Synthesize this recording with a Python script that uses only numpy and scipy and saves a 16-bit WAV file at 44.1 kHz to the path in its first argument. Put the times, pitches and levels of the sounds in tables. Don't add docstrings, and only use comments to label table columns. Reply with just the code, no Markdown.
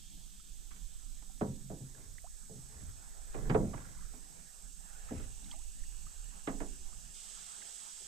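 import sys
import numpy as np
from scipy import signal
from scipy.io import wavfile
from scipy.ndimage import uniform_filter1d

SR = 44100
rng = np.random.default_rng(int(sys.argv[2]) if len(sys.argv) > 2 else 0)


def log_audio(samples):
    frames = np.atleast_2d(samples).T
    limited = np.clip(frames, -1, 1)
    pcm = np.round(limited * 32767).astype(np.int16)
    wavfile.write(sys.argv[1], SR, pcm)


N = 355887

CUT_S = 7.135


def gain_of(db):
    return 10 ** (np.asarray(db) / 20)


def evened(x):
    return x / np.sqrt(np.mean(x ** 2) + 1e-20)


def read(hz, points, values):
    return np.interp(np.log(hz + 1), np.log(np.asarray(points) + 1), values)


def curve(rows, column):
    rows = np.asarray(rows)
    return np.interp(np.arange(N) / SR, rows[:, 0], rows[:, column])


def add(mix, s, sound):
    part = mix[:, round(s * SR):][:, :sound.shape[1]]
    part += sound[:, :part.shape[1]]


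def sides(pan_db):
    return gain_of(np.array([.5 * pan_db, -.5 * pan_db]))


def hiss(table, patchy_db, size=1024, wide=9, long=9):
    hop, hz = size // 4, np.fft.rfftfreq(size, 1 / SR)
    a, b, c, d, patches = rng.standard_normal((N // hop + 5, len(hz), 5)).T
    patches = uniform_filter1d(patches, int(wide), axis=0)
    patches = evened(uniform_filter1d(patches, int(long), axis=1))
    points, left_db, right_db, like = np.transpose(table)
    like = np.clip(read(hz, points, like), -1, 1)[:, None]
    left = a + 1j * b
    right = like * left + np.sqrt(1 - like ** 2) * (c + 1j * d)
    shape_db = np.array([read(hz, points, left_db), read(hz, points, right_db)])
    shape_db[:, (hz < points[0]) | (hz > points[-1])] = -120
    spectrum = np.array([left, right]) * gain_of(shape_db[:, :, None] + patchy_db * patches)
    x = signal.istft(spectrum, nperseg=size, noverlap=size - hop)[1][:, :N]
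    return x / np.sqrt(np.mean(x.mean(0) ** 2))


# (f/Hz, left level/dB, right level/dB, left-right likeness)
MICROPHONE_SPECTRUM = [(8830, -13, -5, 0.76), (9940, -6, -5, 1), (11100, -10, -11, 1),
                       (12300, -10.5, -7.5, 1), (13600, -6.5, -5, 1), (14000, -8, -15, 1),
                       (15450, -29, -14, 1), (16900, -37, -40, 0.82)]


def microphone_hiss():
    return gain_of(-70.5) * hiss(MICROPHONE_SPECTRUM, patchy_db=1.0, size=512, wide=11, long=24)


# (f/Hz, left level/dB, right level/dB, left-right likeness)
WIND_SPECTRUM = [(8.05, -12, -5, 0.11), (20.8, -9.5, -3, 0.14), (33.6, -15.5, -1, 0.043),
                 (47.6, -16.5, -10.5, 0.032), (55, -17.5, -19.5, 0.067), (71.6, -45, -37, .05),
                 (120, -68, -50, .05), (201, -85, -70, .05)]
# (t/s, level/dB)
WIND_GUSTS = [(0, -54.5), (.6, -50.5), (1.9, -52), (2.45, -54.5), (3.1, -52), (3.4, -42), (3.56, -42),
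              (3.75, -50.5), (4.05, -48), (4.35, -58.5), (5.0, -50.5), (5.9, -45.5), (6.05, -49),
              (7.0, -49.5), (7.2, -59.5), (7.45, -67), (7.6, -67), (8.07, -68)]
WIND_PAN_DB, WIND_SWAY_DB = -1.0, 2.5


def wind():
    sway = uniform_filter1d(rng.standard_normal(N), size=9000)
    sway = evened(uniform_filter1d(sway, size=9000))
    gusts = gain_of(curve(WIND_GUSTS, column=1))
    return hiss(WIND_SPECTRUM, patchy_db=1.5, size=4096) * gusts * sides(WIND_PAN_DB + WIND_SWAY_DB * sway)


# (f/Hz, left level/dB, right level/dB, left-right likeness)
REED_SPECTRUM = [(250, -60, -37, .05), (383, -4.5, -6, 0.48), (545, -9, -3.5, -0.6),
                 (804, -1.5, 2.5, -0.56), (1030, -5.5, -6.5, -0.44), (1370, -8, 0.5, -0.25),
                 (1500, -2.5, -10.5, 0.11), (1660, -8, 1.5, -0.3), (2090, -10.5, -8.5, 0.013),
                 (2660, -9, -10.5, 0.12)]
# (t/s, level/dB)
REED_LEVELS = [(0, -79), (1.4, -75), (2.5, -74.5), (3.15, -68), (3.65, -66.5), (4.1, -71), (4.65, -71),
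               (4.75, -81.5), (4.85, -69), (5.03, -65), (5.17, -62.5), (5.35, -71), (5.75, -75), (6.4, -69),
               (6.9, -72), (7.15, -70.5), (7.5, -64.5), (8.07, -70.5)]


def reeds():
    return hiss(REED_SPECTRUM, patchy_db=3.0) * gain_of(curve(REED_LEVELS, column=1))


# (t/s, length/s, f/Hz, level/dB before fades and panning, nearness 0-1)
CRICKET_SONGS = [(0, 3.1, 8430, -74, .3), (.7, 1.4, 8010, -68, .2), (2.15, 1.35, 7810, -68, .2),
                 (2.2, 1.4, 8040, -70, .2), (3.85, 1.25, 8400, -67, .75), (5.15, 1.8, 8390, -68, .75),
                 (5.2, 1.0, 8010, -69, .2), (5.8, 1.3, 7800, -69, .2), (6.35, .75, 7160, -69, .02),
                 (7.1, 1.2, 8180, -65, .1)]


def crickets(beat):
    out = np.zeros((1, N))
    for s, length, hz, level_db, near in CRICKET_SONGS:
        pulses = beat[round(s * SR):][:round(length * SR)]
        near = np.clip(near, 0, 1)
        noise = rng.standard_normal((2, len(pulses)))
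        fuzz = evened(signal.lfilter([1], [1, -np.exp(-np.pi * 45.0 / SR)], noise))
        envelope = near + (1 - near) * (fuzz[0] + 1j * fuzz[1])
        whistle = (envelope * np.exp(2j * np.pi * hz * np.arange(len(pulses)) / SR)).real
        song = evened(whistle * np.exp(1.6 * near * pulses)) * signal.windows.tukey(len(pulses), .3)
        add(out, s, gain_of(level_db) * song[None])
    return out * np.array([[.25], [1.75]])


# (f/Hz, left level/dB, right level/dB, left-right likeness)
CHORUS_SPECTRUM = [(2060, -24, -28, 0.22), (2680, -26.5, -20.5, 0.95), (3240, -12.5, -14, 0.67),
                   (4430, -18, -15, 0.47), (5950, -14, -8.5, 0.1), (6830, -11, -5.5, 0.69),
                   (6980, -9, -7.5, -0.47), (7410, -16.5, -2, 0.29), (8150, -19, 1.5, -0.42),
                   (8500, -15, -4.5, -0.97), (8660, -34, -8.5, -0.49), (8990, -20, -14, 0.4),
                   (10170, -40.5, -22, 0.89), (12200, -23, -38, 0.67)]
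# (f/Hz, left level/dB, right level/dB, left-right likeness)
SHRILL_SPECTRUM = [(2180, -32, -30, 0.28), (2560, -8.5, -9.5, 0.35), (2900, 1, -5.5, 0.27),
                   (2970, -13, -12, 0.67), (3270, -20, -42, 0.4)]
# (t/s, low chorus level/dB against its top before the cut's lift, shrill level/dB)
LOW_INSECTS = [(0, 6, -84), (2.2, -5.5, -85), (3.3, -3, -83), (4.8, -6, -79), (5.2, -2, -74),
               (7.1, -4.5, -73.5), (8.07, -7, -74.5)]
CHORUS_DB, SWELL_DB_PER_S = -61, 0.6965
CUT_DB, CUT_LOW_DB = 3.5, 6.5


def insects():
    t = np.arange(N) / SR
    after_cut = np.clip((t - CUT_S) / 0.013, 0, 1)
    wobble = evened(uniform_filter1d(rng.standard_normal(N), size=8000))
    beat = np.cos(2 * np.pi * np.cumsum(40.0 + .5 * wobble) / SR)
    chorus = hiss(CHORUS_SPECTRUM, patchy_db=1.6, wide=2, long=120)
    low = signal.sosfiltfilt(signal.butter(3, 4300, fs=SR, output="sos"), chorus)
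    low_gain = gain_of(curve(LOW_INSECTS, column=1) + CUT_LOW_DB * after_cut)
    chorus = (chorus - low) * (1 + 0.02 * beat) + low * low_gain
    chorus *= gain_of(CHORUS_DB + SWELL_DB_PER_S * t + CUT_DB * after_cut)
    shrill = gain_of(curve(LOW_INSECTS, column=2)) * hiss(SHRILL_SPECTRUM, patchy_db=2.5, size=512)
    return chorus + shrill + crickets(beat)


# (f/Hz, left level/dB, right level/dB, left-right likeness)
BOOM_SPECTRUM = [(35.2, -18, 3, 0.81), (55, -19, 12, 0.34), (80, 9, -7, 0.98), (109, -6, -3.5, 0.98),
                 (153, -31, -15, 0.77)]
# (peak t/s, level/dB, rise/s, fall/s)
HULL_FLEXES = [(.05, -61.5, .1, 0.46), (2.108, -46.5, 0.11, 0.12), (2.898, -47, 0.36, 0.13),
               (3.55, -43, .06, 0.57), (3.76, -47.5, 0.14, 0.042), (5.168, -46.5, 0.14, 0.41),
               (6.066, -55, .06, 0.047), (6.95, -61.5, 0.47, 0.22)]
FAR_DB = -27


def rocking():
    t = np.arange(N) / SR
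    swell = np.zeros(N)
    for s, db, rise, fall in HULL_FLEXES:
        swell += gain_of(db + FAR_DB * np.maximum((s - t) / rise, (t - s) / fall))
    return hiss(BOOM_SPECTRUM, patchy_db=2.0, size=2048) * swell


# (from t/s, to t/s, top level/dB)
DRIP_RUNS = [(3.76, 4.06, -52), (5.15, 5.24, -54), (5.45, 5.56, -54), (6.83, 6.9, -59)]


def drips():
    rows = []
    for start, end, level_db in DRIP_RUNS:
        for u in rng.random((int(130 * (end - start)), 4)):
            s = start + u[0] * (end - start)
            rows.append((s, level_db - 20.0 * u[1], 900 * 3.02 ** u[2], -9.0, 25 * u[3]))
    return rows


# (t/s, level/dB, starting f/Hz, left minus right/dB, pitch rise/octaves per s)
PLOPS = [(0.398, -54.5, 1290, -9, 2.4), (.714, -50.5, 1160, 6, 4), (1.295, -53, 747, 1, 3.3),
         (1.949, -57.5, 1630, -27, 6), (2.182, -44, 1790, -14, 43), (2.242, -41.5, 652, -9, 15.5),
         (2.264, -52, 846, -14, 52), (3.734, -41.5, 1125, -16, 10), (3.745, -50, 940, -31, 13),
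         (3.742, -48, 1960, -5, 20), (5.089, -43, 1290, 5, 3), (4.15, -55, 905, -5, 22),
         (5.2, -45.5, 3200, -3, 20), (5.444, -43.5, 3700, -8, 30), (5.494, -54, 796, -2, 4),
         (5.513, -32.5, 3180, -3, 6.2), (5.516, -49, 920, -3, 5.6), (5.519, -41, 4500, -4, 25),
         (5.528, -47, 2040, 0, 17), (5.532, -50, 1180, 5, 4), (5.539, -46, 800, -4, 3.2),
         (5.837, -54.5, 1830, -17, 8), (6.066, -46.5, 1165, 8, 14), (6.864, -60.5, 745, -23, 3.7),
         (6.927, -51.5, 1090, -6, 30), (7.617, -48, 2020, -17, 11.5), (7.622, -49, 1580, -19, 6.9)]
BUBBLE_CYCLES = 36
SPLAT_DB, SPLAT_T60_S = -17.0, .025


def bubbles():
    out, t = np.zeros((2, N)), np.arange(SR // 8) / SR
    for s, level_db, hz, pan_db, climb in PLOPS + drips():
        turns = np.cumsum(hz * 2 ** (climb * t)) / SR
        decay = gain_of(level_db - 60 * t * hz / BUBBLE_CYCLES)
        plop = decay * (1 - np.exp(-t * hz / 2.84)) * np.sin(2 * np.pi * turns)
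        band = signal.butter(2, [.7 * hz, min(1.7 * hz, 6000)], "band", fs=SR, output="sos")
        spray = evened(signal.sosfilt(band, rng.standard_normal(len(t))))
        splat_decay = gain_of(level_db + SPLAT_DB - 60 * t / SPLAT_T60_S)
        plop += splat_decay * (1 - np.exp(-t / 0.00087)) * spray
        add(out, s, sides(pan_db)[:, None] * plop)
    return out


# (t/s, length/s, starting f/Hz, rise/octaves, starting level/dB)
AIR_POCKET = (5.535, .105, 620, 1.6, -66)


def gurgle():
    out = np.zeros((2, N))
    s, length, hz, octaves, level_db = AIR_POCKET
    u = np.arange(0, length, 1 / SR) / length
    climb = octaves * u ** 2.1
    tone = np.sin(2 * np.pi * np.cumsum(hz * 2 ** climb) / SR)
    tone *= np.sqrt(2) * gain_of(level_db - 10.0 * climb) * signal.windows.tukey(len(u), .2)
    add(out, s, sides(-5.0)[:, None] * tone)
    return out


# (f/Hz, relative level/dB, t60/s)
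HULL_MODES = [(59.4, -12, 0.34), (85.9, -4, 0.45), (131.4, 1, 0.71), (152.4, 2, 0.43), (183, 4, 0.34),
              (209.5, 2, 0.45), (246.2, 1.5, 0.45), (273.7, -1.5, 0.46), (302.6, 1, 0.41), (343, -4, 0.42),
              (372, -9.5, 0.9), (416.4, -8.5, 0.38), (425.7, 2.5, 0.32), (463.7, -2.5, 0.24),
              (516, -4.5, 0.53), (583.5, -2.5, 0.3), (643.3, 1, 0.27), (685, 0, 0.29), (757, 3, 0.21),
              (766, -7.5, 0.45), (852, 0, 0.34), (955, -3, 0.34), (1020, -5.5, 0.32)]
# (f/Hz, t60/s, relative level/dB)
PANEL_MODES = [(900, 0.27, -6.5), (1250, 0.24, -4.5), (1900, 0.17, -4.5), (2500, 0.14, -7),
               (3100, 0.13, -7), (5500, 0.051, -9.5)]


def hull_modes():
    hz, db, t60 = np.transpose(HULL_MODES)
    points, panel_t60, panel_db = np.transpose(PANEL_MODES)
    upper = np.geomspace(1080, 5500, num=50) * rng.uniform(1.0, 1.015, size=50)
    all_hz = np.r_[hz, hz * 1.035, hz * .972, upper]
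    all_db = np.r_[db - 1.0, db - 6.0, db - 6.5, read(upper, points, panel_db)]
    all_t60 = np.r_[t60, t60 * .8, t60 * .7, read(upper, points, panel_t60)]
    return all_hz, all_db, all_t60


COLOUR_HZ = [110, 250, 530, 1130, 2500]
# (f/Hz, left minus right/dB)
HULL_BALANCE = [(60, -3.5), (150, 0.5), (380, -1), (950, -7.5), (2380, -13), (5980, -3), (15000, -2.0)]


def ring(modes, colour_db, length, travel_s, spot_hz, spread_db=2.2):
    hz, db, t60 = (c[:, None] for c in modes)
    arrival = abs(travel_s) * np.sqrt(250 / hz)
    t = np.maximum(np.arange(int(SR * length / 2)) / SR - arrival, 0)
    luck = rng.standard_normal((3, len(hz), 1))
    rise = 1 - np.exp(-t / (0.6 / hz + 0.00035))
    dull_db = -7.0 * np.maximum(np.log2(hz / COLOUR_HZ[-1]), 0)
    spot_db = 5.2 * np.exp(-(np.log2(hz / spot_hz) / 0.18) ** 2)
    start_db = db + read(hz, COLOUR_HZ, colour_db) + dull_db + spot_db + spread_db * luck[0]
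    size = gain_of(start_db - 60 * t / (t60 * length)) * rise
    phase = 2 * np.pi * hz * t + luck[1] * np.minimum(hz / 330, 3.0)
    lag = 2 * np.pi * hz * 0.00023 + luck[2] * np.minimum((hz / 720) ** 2, 1.4)
    pan = sides(read(hz, *np.transpose(HULL_BALANCE)))
    left = (pan[0] * size * np.sin(phase - lag)).sum(0)
    right = (pan[1] * size * np.sin(phase)).sum(0)
    return np.array([left, right])


# (t/s, length/s, relative level/dB, brightness/dB)
PADDLE_DRAGS = [(1.922, 0.28, -58, -9), (2.682, 0.24, -59, -8), (3.341, 0.28, -40, -14),
                (3.718, 0.22, -56.5, 2.5), (4.137, .07, -62, -8), (5.2, 0.12, -57, -9)]
DRAG_BITE_S, DRAG_FADE_DB, SLIPS_PER_S = 0.058, -18, 520


def drags(modes):
    out = np.zeros((2, N))
    low = ring(modes, [1.5, 2.5, -1.0, -13.5, -60.], 0.41, 0.0014, 530)
    high = ring(modes, [-60., -50.0, -1.5, 4.0, -5.0], 0.083, 0.00095, 1470)
    for s, length, level_db, bright_db in PADDLE_DRAGS:
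        t = np.arange(0, length, 1 / SR)
        slips = rng.standard_normal(len(t)) * (rng.random(len(t)) < SLIPS_PER_S / SR)
        slips *= np.sqrt(SR / SLIPS_PER_S)
        slips *= gain_of(level_db + DRAG_FADE_DB * t / length) * np.minimum(t / DRAG_BITE_S, 1)
        for body, lift in ((low, 1), (high, gain_of(bright_db))):
            unit_body = body / np.linalg.norm(body.mean(0))
            add(out, s, signal.fftconvolve((slips * lift)[None], unit_body, axes=1))
    return out


# (t/s, relative level/dB, bass lift/dB, middle lift/dB, treble slope/dB per octave,
# ring length factor, favoured f/Hz, travel time at 250 Hz/s)
HULL_BLOWS = [(.71, -79.5, 4, 2, 4, 1.1, 1140, 0.0019), (.762, -74.5, -1, -10, 6, 0.86, 166, 0.0029),
              (1.226, -66, -17, -0.5, -0.5, 0.18, 1110, 0.00087),
              (1.41, -37.5, -3.5, 0.5, -10.5, 0.68, 228, 0.0068),
              (1.469, -49.5, 7, -17.5, -6, 1.18, 127, .006), (1.7, -49, 2.5, 1, -15, 0.79, 159, 0.0066),
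              (1.805, -58, 5.5, -8, -16, 0.77, 131, .007), (2.496, -63, 7.5, 5, -25, 0.88, 437, 0.0037),
              (2.554, -62, 10.5, -13, -9, 0.86, 150, 0.0051),
              (2.804, -68.5, 11.5, -8.5, 1.5, 1.1, 250, 0.0057),
              (3.345, -51.5, -9, 2.5, -6, 0.73, 368, 0.0032), (3.499, -34, -1, -9, -2, 0.71, 150, 0.002),
              (3.546, -35, 1, 5.5, -9.5, 0.54, 453, 0.0089),
              (3.604, -37.5, -7, -5.5, -22, 0.62, 201, 0.0013), (3.624, -49, 4, 0, -17, 1.3, 235, .002),
              (3.739, -51.5, 5, 1, -5, 0.25, 210, 0.0041), (4.138, -61, -33, -4.5, -5, 0.72, 224, 0.0029),
              (5.108, -43, -11, -5, -16, 0.69, 279, .005), (5.163, -53, -3, -21, 0, 0.56, 219, 0.0022),
              (5.199, -57.5, -2, 1.5, -11, 0.4, 550, 0.0022), (5.435, -62, -11, -31, 2, 0.79, 210, 0.0059),
              (6.474, -42.5, -11, -1, -3, 0.67, 278, 0.0053), (6.52, -52, -20, -8, -10, 1.53, 205, 0.0069),
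              (6.604, -46.5, -15, -1.5, -5, 0.67, 417, .005)]


def blows(modes):
    out = np.zeros((2, N))
    octaves = np.log2(np.array(COLOUR_HZ[3:]) / COLOUR_HZ[2])
    for s, level_db, bass_db, middle_db, slope_db, length, spot_hz, travel_s in HULL_BLOWS:
        colour_db = [bass_db, 0, middle_db, *(middle_db + slope_db * octaves)]
        add(out, s - .003, gain_of(level_db) * ring(modes, colour_db, length, travel_s, spot_hz))
    return out


CALM_DB, SLOSH_DB = -69.5, -23.5
SLOSH_RISE_S, SLOSH_T60_S = 0.068, 1.6
CUT_LAP_DB = -2.5


def slosh():
    t, power = np.arange(N) / SR, gain_of(2 * CALM_DB)
    for s, level_db, *_ in HULL_BLOWS:
        since = np.maximum(t - s, 0)
        settling = gain_of(2 * (level_db + SLOSH_DB - 60 * since / SLOSH_T60_S))
        power = power + settling * (1 - np.exp(-since / SLOSH_RISE_S))
    return np.sqrt(power) * gain_of(CUT_LAP_DB * (t > CUT_S))


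# (f/Hz, left level/dB, right level/dB, left-right likeness)
LAP_SPECTRUM = [(60.4, 2, -18, .1), (115.6, -13.5, 0, 0.12), (176.4, 6.5, 2, 0.08),
                (283, -9.5, -5.5, 0.075), (360, -14.5, -12, 0.063), (612, -21, -66, .05)]


def lapping():
    return hiss(LAP_SPECTRUM, patchy_db=4.0, size=2048) * slosh()


def scene():
    modes = hull_modes()
    background = microphone_hiss() + wind() + reeds() + insects()
    water = lapping() + bubbles() + gurgle()
    return background + water + rocking() + drags(modes) + blows(modes)


EDGE_HZ = 15640


def record(dry):
    low_pass = signal.firwin(511, EDGE_HZ, window=("kaiser", 9), fs=SR)
    return signal.oaconvolve(dry, low_pass[None], "same")


dry = scene()
out = record(dry)
log_audio(out)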